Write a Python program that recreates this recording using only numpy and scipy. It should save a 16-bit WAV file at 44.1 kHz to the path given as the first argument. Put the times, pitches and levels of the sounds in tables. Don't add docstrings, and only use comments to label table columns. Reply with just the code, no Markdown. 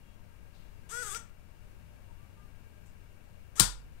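import sys
import numpy as np
from scipy import signal
from scipy.fft import rfft, irfft
from scipy.io import wavfile

SR = 44100
rng = np.random.default_rng(int(sys.argv[2]) if len(sys.argv) > 2 else 0)


def pcm_store(signal):
    levels = np.round(np.clip(np.atleast_2d(signal), -1, 1) * 32767)
    wavfile.write(sys.argv[1], SR, levels.astype(np.int16).T)


N = 176400
TIME = np.arange(N) / SR


def from_db(db):
    return 10 ** (np.asarray(db) / 20)


def unit_rms(x):
    return x / np.sqrt(np.mean(x ** 2) + 1e-20)


def at_hz(points, hz):
    knots_hz, values = np.transpose(points)
    return np.interp(np.log(np.maximum(hz, 1)), np.log(knots_hz), values)


def colour(x, spectrum):
    size = 2 * N
    gain = from_db(at_hz(spectrum, np.arange(N + 1) * SR / size))
    cepstrum = irfft(np.log(gain))
    cepstrum[1:N] *= 2
    cepstrum[N + 1:] = 0
    return irfft(rfft(x, size) * np.exp(rfft(cepstrum)))[:N]


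def noise(spectrum):
    gain = from_db(at_hz(spectrum, np.arange(N // 2 + 1) * SR / N))
    return unit_rms(irfft(rfft(rng.standard_normal(N)) * gain))


def drift(corner_hz):
    hz = np.arange(N // 2 + 1) * SR / N
    return unit_rms(irfft(rfft(rng.standard_normal(N)) / (1 + (hz / corner_hz) ** 2)))


def decay(t, t60_s):
    return (t >= 0) * np.exp(-np.log(1000) * np.clip(t / t60_s, 0, 10))


def room(x, delay_s=.0037, build_s=.0076):
    # (frequency [Hz], t60 [s])
    bands = [(200, .32), (1400, .33), (4000, .275), (8000, .235), (15000, .175)]
    t, hz = TIME[:SR // 2], np.arange(SR // 4 + 1) * 2
    white, tail = rfft(rng.standard_normal(len(t))), 0
    for k, (_, t60_s) in enumerate(bands):
        share = at_hz([(band[0], j == k) for j, band in enumerate(bands)], hz)
        tail += irfft(white * share, len(t)) * decay(t, t60_s)
    tail *= np.clip((t - delay_s) / build_s, 0, 1)
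    return signal.fftconvolve(x, tail / np.sqrt(np.sum(tail ** 2)))[:N]


def background(drone_hz=93.6, whistle_hz=3280):
    # (frequency [Hz], width [Hz], level [dB])
    fan_lines = [(602, 6.4, -74.5), (923, 15, -77), (1604, 14, -74.5), (2284, 40, -75.5), (2770, 50, -77)]
    # (frequency [Hz], relative density [dB])
    air_left = [(20, -2), (32, -7), (45, -6), (95, -12.5), (170, -17), (330, -28), (550, -28.5), (800, -33),
                (1600, -35), (2000, -37.5), (2800, -37), (3200, -43.5), (5500, -48), (9000, -49),
                (15500, -52.5)]
    air_right = [(20, 0.5), (31, -5.5), (46, -0.5), (75, -9), (150, -17.5), (400, -26), (1000, -32.5),
                 (5000, -37), (15500, -36)]
    # (time [s], gain [dB])
    level_curve = [(0, -0.75), (.5, 0), (.9, 1), (1.23, 1.5), (1.32, -1), (1.65, 0.45), (3.7, -0.03),
                   (3.85, -0.5), (4, 0.5)]
    fan = 0
    for hz, width_hz, db in fan_lines:
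        phase = 2 * np.pi * hz * TIME
        fan += from_db(db) * (drift(width_hz) * np.sin(phase) + drift(width_hz) * np.cos(phase))
    drone = from_db(-57.5) * np.sqrt(2) * np.sin(2 * np.pi * drone_hz * TIME + drift(2))
    swell = np.sin(np.interp(TIME, (.02, .2), [0, np.pi]))
    whistle = from_db(-74) * np.sqrt(2) * swell * np.sin(2 * np.pi * whistle_hz * TIME)
    left = from_db(-48.5) * noise(air_left) + fan + drone + whistle
    right = from_db(-60.5) * noise(air_right)
    return np.array([left, right]) * from_db(np.interp(TIME, *np.transpose(level_curve)))


def bird(pitch_bend=.03):
    # (start [s], length [s], top pitch [Hz], level [dB])
    notes = [(2.071, 0.064, 936, -63.5), (2.174, 0.094, 1174, -63.5), (2.342, 0.15, 1212, -65)]
    out = 0
    for start_s, length_s, hz, db in notes:
        arch = np.sin(np.pi * np.clip((TIME - start_s) / length_s, 0, 1))
        pitch_hz = hz * (1 + pitch_bend * (arch - 1))
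        out += from_db(db) * np.sqrt(2) * arch * np.sin(2 * np.pi * np.cumsum(pitch_hz) / SR)
    return out


def finger():
    # (start [s], length [s], centre [Hz], level [dB])
    strokes = [(0.524, 0.26, 4000, -66.5), (2.853, 0.073, 7600, -64.5)]
    out = 0
    for start_s, length_s, hz, db in strokes:
        envelope = np.interp(TIME - start_s, [0, length_s / 10, length_s], [0, 1, 0])
        out += from_db(db) * noise([(hz / 2, -14), (hz, 0), (hz * 2, -20)]) * envelope
    return out


def table_thud(start_s=3.598, rise_s=.0045):
    # (frequency [Hz], left [dB], right [dB], t60 [s])
    modes = [(45.4, -52.5, -26, 0.68), (106.2, -32.5, -37.5, 0.24), (124.5, -20, -45, 0.16),
             (168.5, -28.5, -46, 0.18), (200.4, -39, -26.5, 0.16), (320.5, -41.5, -30, .12)]
    t, out = TIME - start_s, 0
    for k, (hz, left_db, right_db, t60_s) in enumerate(modes):
        ring = (-1) ** k * decay(t, t60_s) * np.sin(2 * np.pi * hz * t)
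        out += from_db([[left_db], [right_db]]) * ring
    return out * np.clip(t / rise_s, 0, 1)


def flutter(t, spread_db=2.2, step_s=.022):
    knots_s = np.arange(0, N / SR, step_s)
    return from_db(spread_db * np.interp(t, knots_s, rng.standard_normal(len(knots_s))))


def gear_tones(t, rotor_hz, angle):
    # (frequency [Hz], gain [dB])
    gearbox = [(2300, -13.5), (2900, -16.5), (3450, -7.5), (3900, -18), (4500, -18), (5000, -9),
               (5500, -12.5), (6150, -0.5), (6800, -2.5), (7300, -4.5), (7850, 0.5), (8600, -2),
               (9300, -12.5), (10200, -16.5), (11000, -12), (12500, -20.5), (15500, -30)]
    # (rotor multiple, gain [dB])
    accents = [(9, 6.5), (10, 3), (11, 4.5), (13, 2), (14, -9), (15, -3), (21, 2.5), (23, 3.5)]
    accent_db = {round(order): db for order, db in accents}
    out = 0
    for order in range(6, 40):
        gain = from_db(at_hz(gearbox, order * rotor_hz) + accent_db.get(order, 0))
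        out += gain * flutter(t) * np.sin(order * angle + rng.uniform(0, 2 * np.pi))
    return unit_rms(out)


def motor(run, poles=3, free_hz=485, jitter=.002, grit_db_per_hz=.0326, fade_s=.004):
    # (rotor multiple, level re rasp [dB])
    low_orders = [(2, -15.5), (4, -11), (5, -16.5)]
    # (frequency [Hz], gain [dB])
    friction = [(250, -18), (420, -13), (650, -21.5), (1200, -11), (1900, -4.5), (2600, -8.5), (3400, -11),
                (4500, -15.5), (6200, -6.5), (7000, -4.5), (8200, 0), (10000, -7), (12000, -10.5),
                (15500, -21)]
    knots_s, *columns = np.transpose(run)
    on = (TIME > knots_s[0]) & (TIME < knots_s[-1])
    t = TIME[on]
    rotor_hz, whine_db, rasp_db = (np.interp(t, knots_s, column) for column in columns)
    angle = 2 * np.pi * np.cumsum(rotor_hz * (1 + jitter * drift(corner_hz=82)[on])) / SR
    imbalance = from_db(-13.5) * np.sin(angle)
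    whine = np.sqrt(2) * (np.sin(poles * angle) + imbalance)
    hum = sum(from_db(db) * flutter(t) * np.sin(round(order) * angle) for order, db in low_orders)
    gears = from_db(-2) * gear_tones(t, rotor_hz, angle)
    grit = unit_rms(noise(friction)[on] * (1 + .53 * np.cos(poles * angle)))
    grit_db = -8 + grit_db_per_hz * (free_hz - rotor_hz)
    rasp = hum + gears + from_db(grit_db) * grit
    out = np.zeros(N)
    out[on] = from_db(whine_db) * whine + from_db(rasp_db) * rasp
    return out * np.clip(np.minimum(TIME - knots_s[0], knots_s[-1] - TIME) / fade_s, 0, 1)


def latch(start_s=1.1475):
    # (frequency [Hz], gain [dB])
    spectrum = [(1000, -14), (3000, -6), (4500, -12), (5700, -2.5), (7200, -2), (9000, -10), (15500, -24)]
    return from_db(-28) * noise(spectrum) * decay(TIME - start_s, t60_s=.022)


def trip():
    # (time [s], level [dB], t60 [s], clink re crack [dB])
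    blows = [(3.5962, -12, 0.023, -3.5), (3.5978, -6, .016, -1), (3.5990, -6, 0.012, 1),
             (3.6051, -8, .021, -12), (3.6089, -21, .03, -10)]
    # (frequency [Hz], gain [dB])
    case_spectrum = [(150, -16), (400, -22), (650, -22), (950, -2), (1300, -8), (2000, -6), (2600, -12),
                     (3500, -3), (4700, 0), (5800, -3), (7900, -1.5), (9500, -3), (11500, -9), (15500, -15)]
    clink_spectrum = [(5000, -34), (7000, -9), (7700, -0.5), (8600, -1.5), (9500, -11), (14000, -35)]
    # (frequency [Hz], level re blow [dB])
    ring_modes = [(3555, -35), (4612, -32.5), (5110, -38), (5405, -35), (6780, -35.5), (7380, -33),
                  (7660, -31), (8775, -33.5)]
    crack, clink = noise(case_spectrum), noise(clink_spectrum)
    t, out = TIME[:SR // 4], np.zeros(N)
    for k, (start_s, blow_db, t60_s, clink_db) in enumerate(blows):
        ring = sum(from_db(db) * rng.choice([-1, 1]) * np.sin(2 * np.pi * hz * t)
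                   for hz, db in ring_modes)
        fresh = slice(k * len(t), (k + 1) * len(t))
        burst = (crack[fresh] + from_db(clink_db) * clink[fresh]) * decay(t, t60_s)
        start = int(start_s * SR)
        out[start:start + len(t)] += from_db(blow_db) * (burst + ring * decay(t, t60_s=.11))
    return out


def snap_reverb(directions):
    return sum(room(latch() + trip()) for _ in range(directions)) / np.sqrt(directions)


def scene(soft_room_db=-9.5, snap_room_db=-6.5):
    # (time [s], rotor speed [Hz], whine [dB], rasp [dB])
    run_on = [(.889, 249.6, -66, -52), (.915, 412.6, -49, -39.5), (.93, 460.5, -38.5, -40),
              (.978, 485.3, -35, -38.5), (1.015, 496.8, -35, -40), (1.028, 478, -32, -36),
              (1.043, 420.7, -47, -39.5), (1.078, 413.4, -41, -38), (1.104, 380.2, -51, -40),
              (1.122, 381, -44.5, -38), (1.144, 443.7, -42, -39.5), (1.166, 471.6, -35, -37.5),
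              (1.18, 472, -73, -39)]
    run_off = [(3.553, 129.5, -68.5, -56), (3.565, 264.3, -59, -45.5), (3.575, 399, -49, -41),
               (3.585, 446, -41, -39.5), (3.596, 457, -40.5, -40.5), (3.62, 473, -35.5, -43.5),
               (3.645, 472, -32, -46.5)]
    # (frequency [Hz], gain [dB])
    cover = [(100, -0.5), (480, -6.5), (800, -11.5), (1400, -37), (2500, -38.5), (5000, -51), (15000, -43)]
    soft = motor(run_on) + motor(run_off) + finger() + bird()
    direct = soft + latch() + trip()
    left = direct + from_db(soft_room_db) * room(soft) + from_db(snap_room_db) * snap_reverb(3)
    right = direct + from_db(soft_room_db) * room(soft) + from_db(snap_room_db) * snap_reverb(1)
    return np.array([left, colour(right, cover)]) + table_thud() + background()


def record(dry, ceiling=.73, cutoff_hz=15600):
    limited = dry / (1 + (dry / ceiling) ** 4) ** .25
    return signal.sosfilt(signal.ellip(10, .1, 80, cutoff_hz, fs=SR, output="sos"), limited)


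dry = scene()
out = record(dry)
pcm_store(out)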